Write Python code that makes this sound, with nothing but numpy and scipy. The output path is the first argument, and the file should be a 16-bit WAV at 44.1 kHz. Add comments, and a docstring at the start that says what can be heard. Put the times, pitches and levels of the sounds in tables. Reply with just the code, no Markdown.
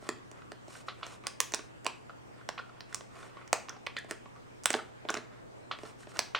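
"""A quiet small room, airy hush and mains hum; close to a stereo microphone, a little to the right, hands
pick at thin plastic film on a hollow flat box. Fingertips rub from the start, and the film snaps as creases
flip, each snap knocking the case and echoing briefly. Near 1 s a nail first flicks a loose flap; near 4 s
a fingertip squeaks. The snaps crowd together around 5 s, and a last flick ends the picking."""
import sys
import numpy as np
from scipy import signal
from scipy.io import wavfile
from scipy.ndimage import uniform_filter1d

SR = 44100
rng = np.random.default_rng(int(sys.argv[2]) if len(sys.argv) > 2 else 0)


def waveform_to_disk(signal):
    """Save audio, clipped to [-1, 1], as 16-bit WAV at the path in sys.argv[1]."""
    frames = np.transpose(np.atleast_2d(signal))
    scaled = np.clip(frames, -1, 1) * 32767
    samples = np.round(scaled).astype(np.int16)
    wavfile.write(sys.argv[1], SR, samples)


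N = 281799

# fingertip strokes: start/s, end/s, rub on the case/dB, film rustle/dB
STROKES = [(0, 0.105, -56.5, -61.5), (0.324, 0.442, -63, -76), (0.656, 0.834, -59.5, -57),
           (0.857, 0.9, -66, -62), (0.961, 1.035, -60.5, -70), (1.023, 1.19, -59, -59),
           (1.235, 1.296, -54, -68), (2.317, 2.455, -64, -82), (2.673, 2.83, -63, -100),
           (2.874, 2.98, -57, -66), (3.098, 3.325, -56, -63.5), (3.293, 3.49, -59.5, -91),
           (3.691, 3.772, -57.5, -79), (4.084, 4.125, -49.5, -53.5), (4.327, 4.404, -64.5, -83),
           (4.688, 4.807, -52, -52), (5.094, 5.213, -62, -59), (5.277, 5.434, -64, -96),
           (5.785, 5.939, -58, -59.5), (5.974, 6.065, -67, -62.5), (6.079, 6.13, -64.5, -60.5),
           (6.125, 6.212, -54.5, -58)]


def gain_of(db):
    """Decibels to a factor."""
    return 10 ** (np.asarray(db) / 20)


def unit_rms(x):
    """Scales to rms 1."""
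    return x / np.sqrt(np.mean(x ** 2) + 1e-20)


def unit_peak(x):
    """Scales to peak 1."""
    return x / np.abs(x).max()


def curve_at(points, hz):
    """Reads a table on a log-frequency axis."""
    f, value = np.transpose(points)
    return np.interp(np.log(hz + 1), np.log(f + 1), value)


def band(x, lo_hz, hi_hz):
    """Causal band-pass."""
    sos = signal.butter(4, [lo_hz, min(hi_hz, .49 * SR)], "band", fs=SR, output="sos")
    return signal.sosfilt(sos, x)


def mode(t, hz, t60):
    """One dying vibration."""
    return gain_of(-60 * t / t60) * np.sin(2 * np.pi * hz * t)


def response(points):
    """Minimum-phase impulse response of a table of f/Hz, level/dB."""
    log_gain = np.log(gain_of(curve_at(points, np.abs(np.fft.fftfreq(8192, 1 / SR)))))
    return np.fft.ifft(np.exp(np.conj(signal.hilbert(log_gain)))).real[:2048]


def hush(level_db=-59):
    """Room tone: wide air noise with faint drifting patches."""
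    # spectrum of the air: f/Hz, relative level/dB
    spectrum = [(25, 7), (80, 10.5), (200, 3.5), (500, 1.5), (1300, -5), (2500, -12.5), (4000, -19),
                (9000, -24), (15600, -26), (15900, -61)]
    # likeness of left and right: f/Hz, correlation
    likeness = [(60, -0.46), (180, -0.63), (550, -0.68), (1650, -0.55), (4970, -0.15), (15000, 0.45)]
    frames, hz = N // 256 + 5, np.fft.rfftfreq(1024, 1 / SR)
    a, b, c, d, patches = rng.standard_normal((frames, 513, 5)).T
    patches = unit_rms(uniform_filter1d(uniform_filter1d(patches, 12, 0), 14, 1))
    patch_db = 1.8 * np.clip(hz / 600, 0, 1)[:, None] * patches
    same = np.clip(curve_at(likeness, hz), -1, 1)[:, None]
    left = a + 1j * b
    right = same * left + np.sqrt(1 - same ** 2) * (c + 1j * d)
    bins = np.array([left, right]) * gain_of(curve_at(spectrum, hz)[:, None] + patch_db)
    air = signal.istft(bins, nperseg=1024, noverlap=768)[1][:, :N]
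    return gain_of(level_db) * air / np.sqrt(np.mean(air.mean(0) ** 2))


def hum(hz=121.9, level_db=-56):
    """Mains hum, reaching the two sides of the microphone at different phases."""
    phase = 2 * np.pi * hz * np.arange(N) / SR
    return gain_of(level_db) * np.sin(phase + np.array([[.9], [-.9]]))


def grit(per_s, spread_db):
    """Dense tiny slips of uneven size."""
    size = gain_of(spread_db * np.minimum(rng.exponential(1, N), 4))
    return size * (rng.random(N) < per_s / SR) * rng.choice([-1., 1.], N)


def rub():
    """Skin slips over the case and sounds its hollow; the film rustles; each stroke swells and fades."""
    # hollow of the case under the finger: f/Hz, width/Hz, level/dB
    resonances = [(640, 520, -5), (1280, 300, 5), (1880, 1100, -2), (2680, 1200, -36)]
    t = np.arange(N) / SR
    press = np.zeros((2, N))
    for start, end, case_db, film_db in STROKES:
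        swell = np.sin(np.pi * np.clip((t - start) / (end - start), 0, 1))
        press += gain_of([[case_db], [film_db]]) * swell
    hollow = sum(gain_of(db) * width * mode(t[:1024], hz, t60=np.log(1000) / np.pi / width)
                 for hz, width, db in resonances)
    grip = unit_rms(uniform_filter1d(uniform_filter1d(rng.standard_normal(N), 300), 300))
    skin = signal.oaconvolve(grit(per_s=3000, spread_db=4), hollow)[:N]
    skin = unit_rms(band(skin, 320, 13500))
    film = unit_rms(band(grit(per_s=7000, spread_db=1), 2200, 13000))
    film = film + .26 * np.roll(film, 32)  # a bounce off the lid colours the rustle
    return gain_of(2 * grip) * (press[0] * skin + press[1] * film)


def ticks():
    """One faint, dull snap at a chance moment of each stroke, as rows for snaps()."""
    rows = []
    for (start, end, rub_db, _), (when, force, pitch, bright) in zip(
            STROKES, rng.random((len(STROKES), 4))):
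        mean_db = rub_db + 15.5
        ring_db, knock_db = mean_db + 6 * (force - .5), mean_db - 10.5
        ring_hz, edge_hz = 1150 * (.86 + .568 * pitch), 6000
        bright_db = -26 + 14 * (bright - .5)
        rows.append((start + when * (end - start), ring_db, ring_hz, bright_db, edge_hz, knock_db))
    return rows


def snaps(lean_db=-3.5, edge_span=1.4):
    """A crease flips in a few tiny breaks that ring the air pocket under the film and knock the case."""
    # crease flips: t/s, pocket ring/dB, ring f/Hz, bright edge over ring/dB, edge f/Hz, case knock/dB
    creases = [(.026, -54, 700, -20, 6000, -42), (.09, -23, 760, -1.5, 9000, -26.5),
               (.3149, -45, 1150, 9, 8000, -45.5), (.5187, -34, 660, -2.5, 6500, -38.5),
               (.6815, -50, 650, 6, 5500, -42.5), (1.0661, -39.5, 690, 7, 8000, -47),
               (1.2382, -45.5, 1260, 1, 3000, -58.5), (1.2618, -40.5, 1280, -23, 3500, -64.5),
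               (1.269, -25, 1140, 9, 6700, -49), (1.4034, -15, 1190, 12.5, 8890, -41.5),
               (1.5213, -36, 990, 7.5, 6600, -45.5), (1.538, -22, 1100, 4, 4500, -32),
               (1.5457, -25.5, 1670, 12, 6800, -56), (1.592, -32.5, 1125, -22, 5000, -41),
               (1.8466, -44, 2020, 13, 7200, -50), (1.8546, -34, 910, -25, 4500, -46),
               (1.8651, -17.5, 1130, -2.5, 7200, -36.5), (2.095, -37.5, 1257, -60, 3500, -52),
               (2.4896, -26.5, 1150, 1, 5000, -36.5), (2.5884, -34, 1290, -25, 3500, -54),
               (2.5923, -33.5, 1330, -44, 3500, -56.5), (2.8065, -36, 1110, -1.5, 4200, -54),
               (2.9271, -42.5, 1210, -3, 8500, -59), (2.9457, -28.5, 1270, 15, 7500, -67.5),
               (3.0083, -37.5, 885, -7.5, 4800, -49), (3.1554, -50, 1520, 0, 8000, -64),
               (3.4771, -43.5, 2550, 4, 8000, -56), (3.5296, -13.5, 707, 7.5, 6000, -29),
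               (3.6857, -32.5, 1245, -15, 3500, -59), (3.6942, -35.5, 1170, 9, 4500, -69),
               (3.765, -43, 850, -26, 5000, -54), (3.8654, -33.5, 1120, 6.5, 3000, -56),
               (3.8688, -26.5, 1130, -3, 3200, -61), (3.9669, -29, 1200, -1.5, 3500, -44.5),
               (3.9883, -46, 1900, 14, 7000, -61), (4.046, -61, 700, 14, 6000, -41.5),
               (4.1104, -26, 1110, 5, 9000, -33), (4.2572, -43.5, 1130, -30.5, 5000, -50.5),
               (4.6363, -52, 1300, 21.5, 7000, -55.5), (4.6424, -43, 1370, 15, 8000, -61.5),
               (4.6575, -11.5, 1370, 8.5, 9570, -37), (4.7041, -18.5, 1190, 3, 5800, -26),
               (4.7304, -34.5, 1970, 13, 6500, -59), (4.7402, -18.5, 1070, -9.5, 3500, -30.5),
               (4.7487, -29.5, 604, 1, 5500, -23.5), (4.7881, -35.5, 1280, -44, 6500, -59),
               (5.0515, -42.5, 700, -16, 6000, -34), (5.0877, -25, 1100, -6.5, 4000, -36),
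               (5.0935, -23, 1290, -23.5, 3800, -38.5), (5.1027, -26.5, 1220, 7, 5500, -29),
               (5.1417, -22.5, 734, 0, 5000, -33), (5.1511, -26.5, 1370, -17, 5000, -62),
               (5.1675, -30.5, 1590, -12, 6000, -31.5), (5.172, -27.5, 1090, -9, 4500, -34),
               (5.184, -46, 700, -8, 4500, -40.5), (5.7876, -40.5, 1250, -10, 7000, -43.5),
               (5.8339, -44.5, 650, 1, 7500, -35.5), (6.0705, -42, 1010, -16, 6000, -40.5),
               (6.1699, -38, 1250, 0, 7500, -43.5), (6.1915, -15.5, 1720, 6, 6300, -30.5)]
    # modes of the case: f/Hz, level/dB, t60/s
    case_modes = [(249, -13, .02), (370.5, 0.5, 0.054), (435.5, 3.5, 0.064), (615, 5, 0.032),
                  (691, 7.5, 0.01)]
    out, t = np.zeros((2, N + 2048)), np.arange(2048) / SR
    for s, ring_db, ring_hz, bright_db, edge_hz, knock_db in creases + ticks():
        break_ms = .79 * gain_of(-.41 * bright_db)  # brighter snaps break faster
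        noise = rng.standard_normal(2048)
        sizes = noise * np.abs(noise)  # few large, many small
        breaks = .47 * sizes * np.exp(-1000 * t / max(break_ms, .05)) * min(break_ms, 1) ** 2
        breaks[0] = 1 / max(break_ms, 1)  # a quick break starts hardest
        pocket = mode(t, ring_hz, t60=.008 + .003 * min(break_ms, 3))
        ring = unit_peak(np.convolve(np.abs(breaks[:512]), pocket)[:2048])
        ring += 1.23 / max(break_ms, .8) * unit_peak(band(breaks, 608, 2794))  # slow breaks ring purer
        side_db = np.array([[.5], [-.5]]) * (lean_db + 1.02 * rng.standard_normal())
        case = sum(gain_of(db + 4.1 * rng.standard_normal()) * mode(t, hz, t60)
                   for hz, db, t60 in case_modes)
        edge = unit_peak(band(breaks, edge_hz / edge_span, edge_hz * edge_span))
        edge += gain_of(-7.5) * unit_peak(band(breaks, edge_hz, 18000))
        knock = gain_of(knock_db) * unit_peak(band(case, 220, 1300))
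        crack = gain_of(ring_db - 2.5 + .23 * bright_db) * unit_peak(band(breaks, 1990, 5720))
        low = knock + gain_of(ring_db) * unit_peak(band(ring, 420, 9000))
        high = crack + gain_of(ring_db + bright_db) * unit_peak(edge)
        at = round(s * SR)
        # the hands are to the right, and the treble is the more directional
        out[:, at:at + 2048] += gain_of(.73 * side_db) * low + gain_of(side_db) * high
    return out[:, :N]


def flicks(flap_hz=3450, flap_t60=.0016):
    """A nail plucks a taut flap of film: a dull pop, then brighter clicks as it slaps back."""
    # plucks: t/s, pop f/Hz, pop level/dB, click level/dB
    plucks = [(0.8837, 1244, -30, -24), (1.0301, 1250, -31, -24), (2.5779, 1170, -35, -25.5),
              (5.7122, 1226, -27, -19), (6.3481, 1285, -20, -13)]
    # slaps after each pop: delay/ms, level/dB
    slaps = [(1.2, -6), (3.6, 2), (5.9, -32), (12.5, -15)]
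    out, t = np.zeros(N + 2048), np.arange(2048) / SR
    for (s, hz, pop_db, click_db), detunes in zip(plucks, rng.normal(0, .17, (len(plucks), len(slaps)))):
        phase = 2 * np.pi * hz * t
        pop = (np.sin(phase) + .2 * np.sin(2 * phase)) / (1 + (t / .0021) ** 4)
        rasp = rng.standard_normal(2048) * gain_of(-60 * t / .148)  # the flap drags over the lid
        pop = band(pop + .57 * rasp, 469.4, 4305)
        clicks = sum(gain_of(db) * mode(np.maximum(t - ms / 1000, 0), flap_hz * (1 + detune), flap_t60)
                     for (ms, db), detune in zip(slaps, detunes))
        at = round(s * SR)
        out[at:at + 2048] += gain_of(pop_db) * pop + gain_of(click_db) * band(clicks, 1500, 4523)
    return out[:N]


def squeak():
    """A fingertip sticks and slips fast on the film: a gliding tone with overtones."""
    # course of the squeak: t/s, slip rate/Hz, level/dB
    glide = [(3.965, 1086, -40.5), (3.969, 2000, -35.5), (3.972, 2520, -38.5), (3.980, 1510, -41.5),
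             (3.986, 1840, -32.5), (3.987, 2170, -43)]
    s, hz, db = np.transpose(glide)
    t = np.arange(N) / SR
    phase = 2 * np.pi * np.cumsum(np.interp(t, s, hz)) / SR
    tone = sum(size * np.sin(k * phase) for k, size in enumerate([1, .5, .062, .073], 1))
    return gain_of(np.interp(t, s, db)) * tone * ((t > s[0]) & (t < s[-1]))


def echo_shares(x, cycles_per_s=2.3):
    """Crossfades a sound among three sets of echoes, so their colour keeps changing."""
    phase = np.pi * cycles_per_s * np.arange(N) / SR
    return [x * np.sqrt(2 / 3) * np.abs(np.sin(phase + k * np.pi / 3)) for k in range(3)]


def early_echoes(x, scatter_db=-8, scatter_t60=.021):
    """Hands and box scatter the first milliseconds; single reflections lean to alternate sides."""
    # table top and walls: delay/ms, level/dB
    reflections = [(1.3, -53.5), (9.8, -21.5), (12.4, -24.5)]
    t = np.arange(600) / SR
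    taps = rng.standard_normal((2, 600)) * gain_of(-60 * t / scatter_t60) * (t > .001)
    taps = band(taps + taps[::-1] / 2, 730, 17000)  # small objects scatter only short waves
    taps *= gain_of(scatter_db) / np.linalg.norm(taps[0])
    for k, (ms, db) in enumerate(reflections):
        taps[:, min(round(ms * SR / 1000), 599)] += gain_of(db + (-1) ** k * np.array([2., -2.]))
    return signal.oaconvolve(x, taps, axes=1)[:, :N]


def room(x, width=.33):
    """The small room's tail: sparse echoes after the first wall, each band dying at its own speed."""
    # sound sent into the room, less of the treble that beams at the microphone: f/Hz, level/dB
    send = [(300, -13.5), (1000, -9.5), (3000, -7.5), (6000, -11), (12000, -13.5)]
    # decay of the room: f/Hz, t60/s
    decay = [(250, 0.55), (700, 0.3), (1800, 0.33), (4600, 0.3), (10000, 0.3)]
    sent = signal.oaconvolve(x.mean(0), response(send))[:N]
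    taps = np.zeros((2, SR // 2))
    slots = np.arange(400, SR // 2 - 12, 12)  # one echo in every 12 samples
    at = slots + rng.integers(0, 12, (2, len(slots)))
    np.put_along_axis(taps, at, rng.choice([-1., 1.], at.shape), 1)
    hz, t, bins = signal.stft(taps, SR, nperseg=256)
    bins *= gain_of(-60 * t / curve_at(decay, hz)[:, None])
    mid, side = signal.istft(bins, SR, nperseg=256)[1]
    tail = np.array([mid + width * side, mid - width * side]) / np.linalg.norm(mid)
    return signal.fftconvolve(sent[None], tail, axes=1)[:, :N]


def scene():
    """Close handling and its echoes over the room tone, all through the microphone's colour."""
    # microphone response: f/Hz, level/dB
    microphone = [(40, -10), (250, 3.5), (6000, 0), (8300, 1), (10500, -7.5), (12000, -22), (13000, -11.5),
                  (16000, -7)]
    to_right = gain_of([[-.7], [.7]])
    close = snaps() + (rub() + squeak() + flicks()) * to_right
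    echoes = sum(early_echoes(x) + room(x) for x in echo_shares(close))
    air = close + echoes + hush() + hum()
    return signal.oaconvolve(air, response(microphone)[None], axes=1)[:, :N]


def record(dry, ceiling=.95, cutoff_hz=16800):
    """The recorder's input rounds off peaks above half its ceiling, then limits the band."""
    over = np.maximum(np.abs(dry) - ceiling / 2, 0)
    rounded = dry - np.sign(dry) * (over - ceiling / 2 * np.tanh(2 * over / ceiling))
    low_pass = signal.firwin(511, cutoff_hz, window=("kaiser", 9), fs=SR)
    return signal.oaconvolve(rounded, low_pass[None], "same")


dry = scene()
out = record(dry)
waveform_to_disk(out)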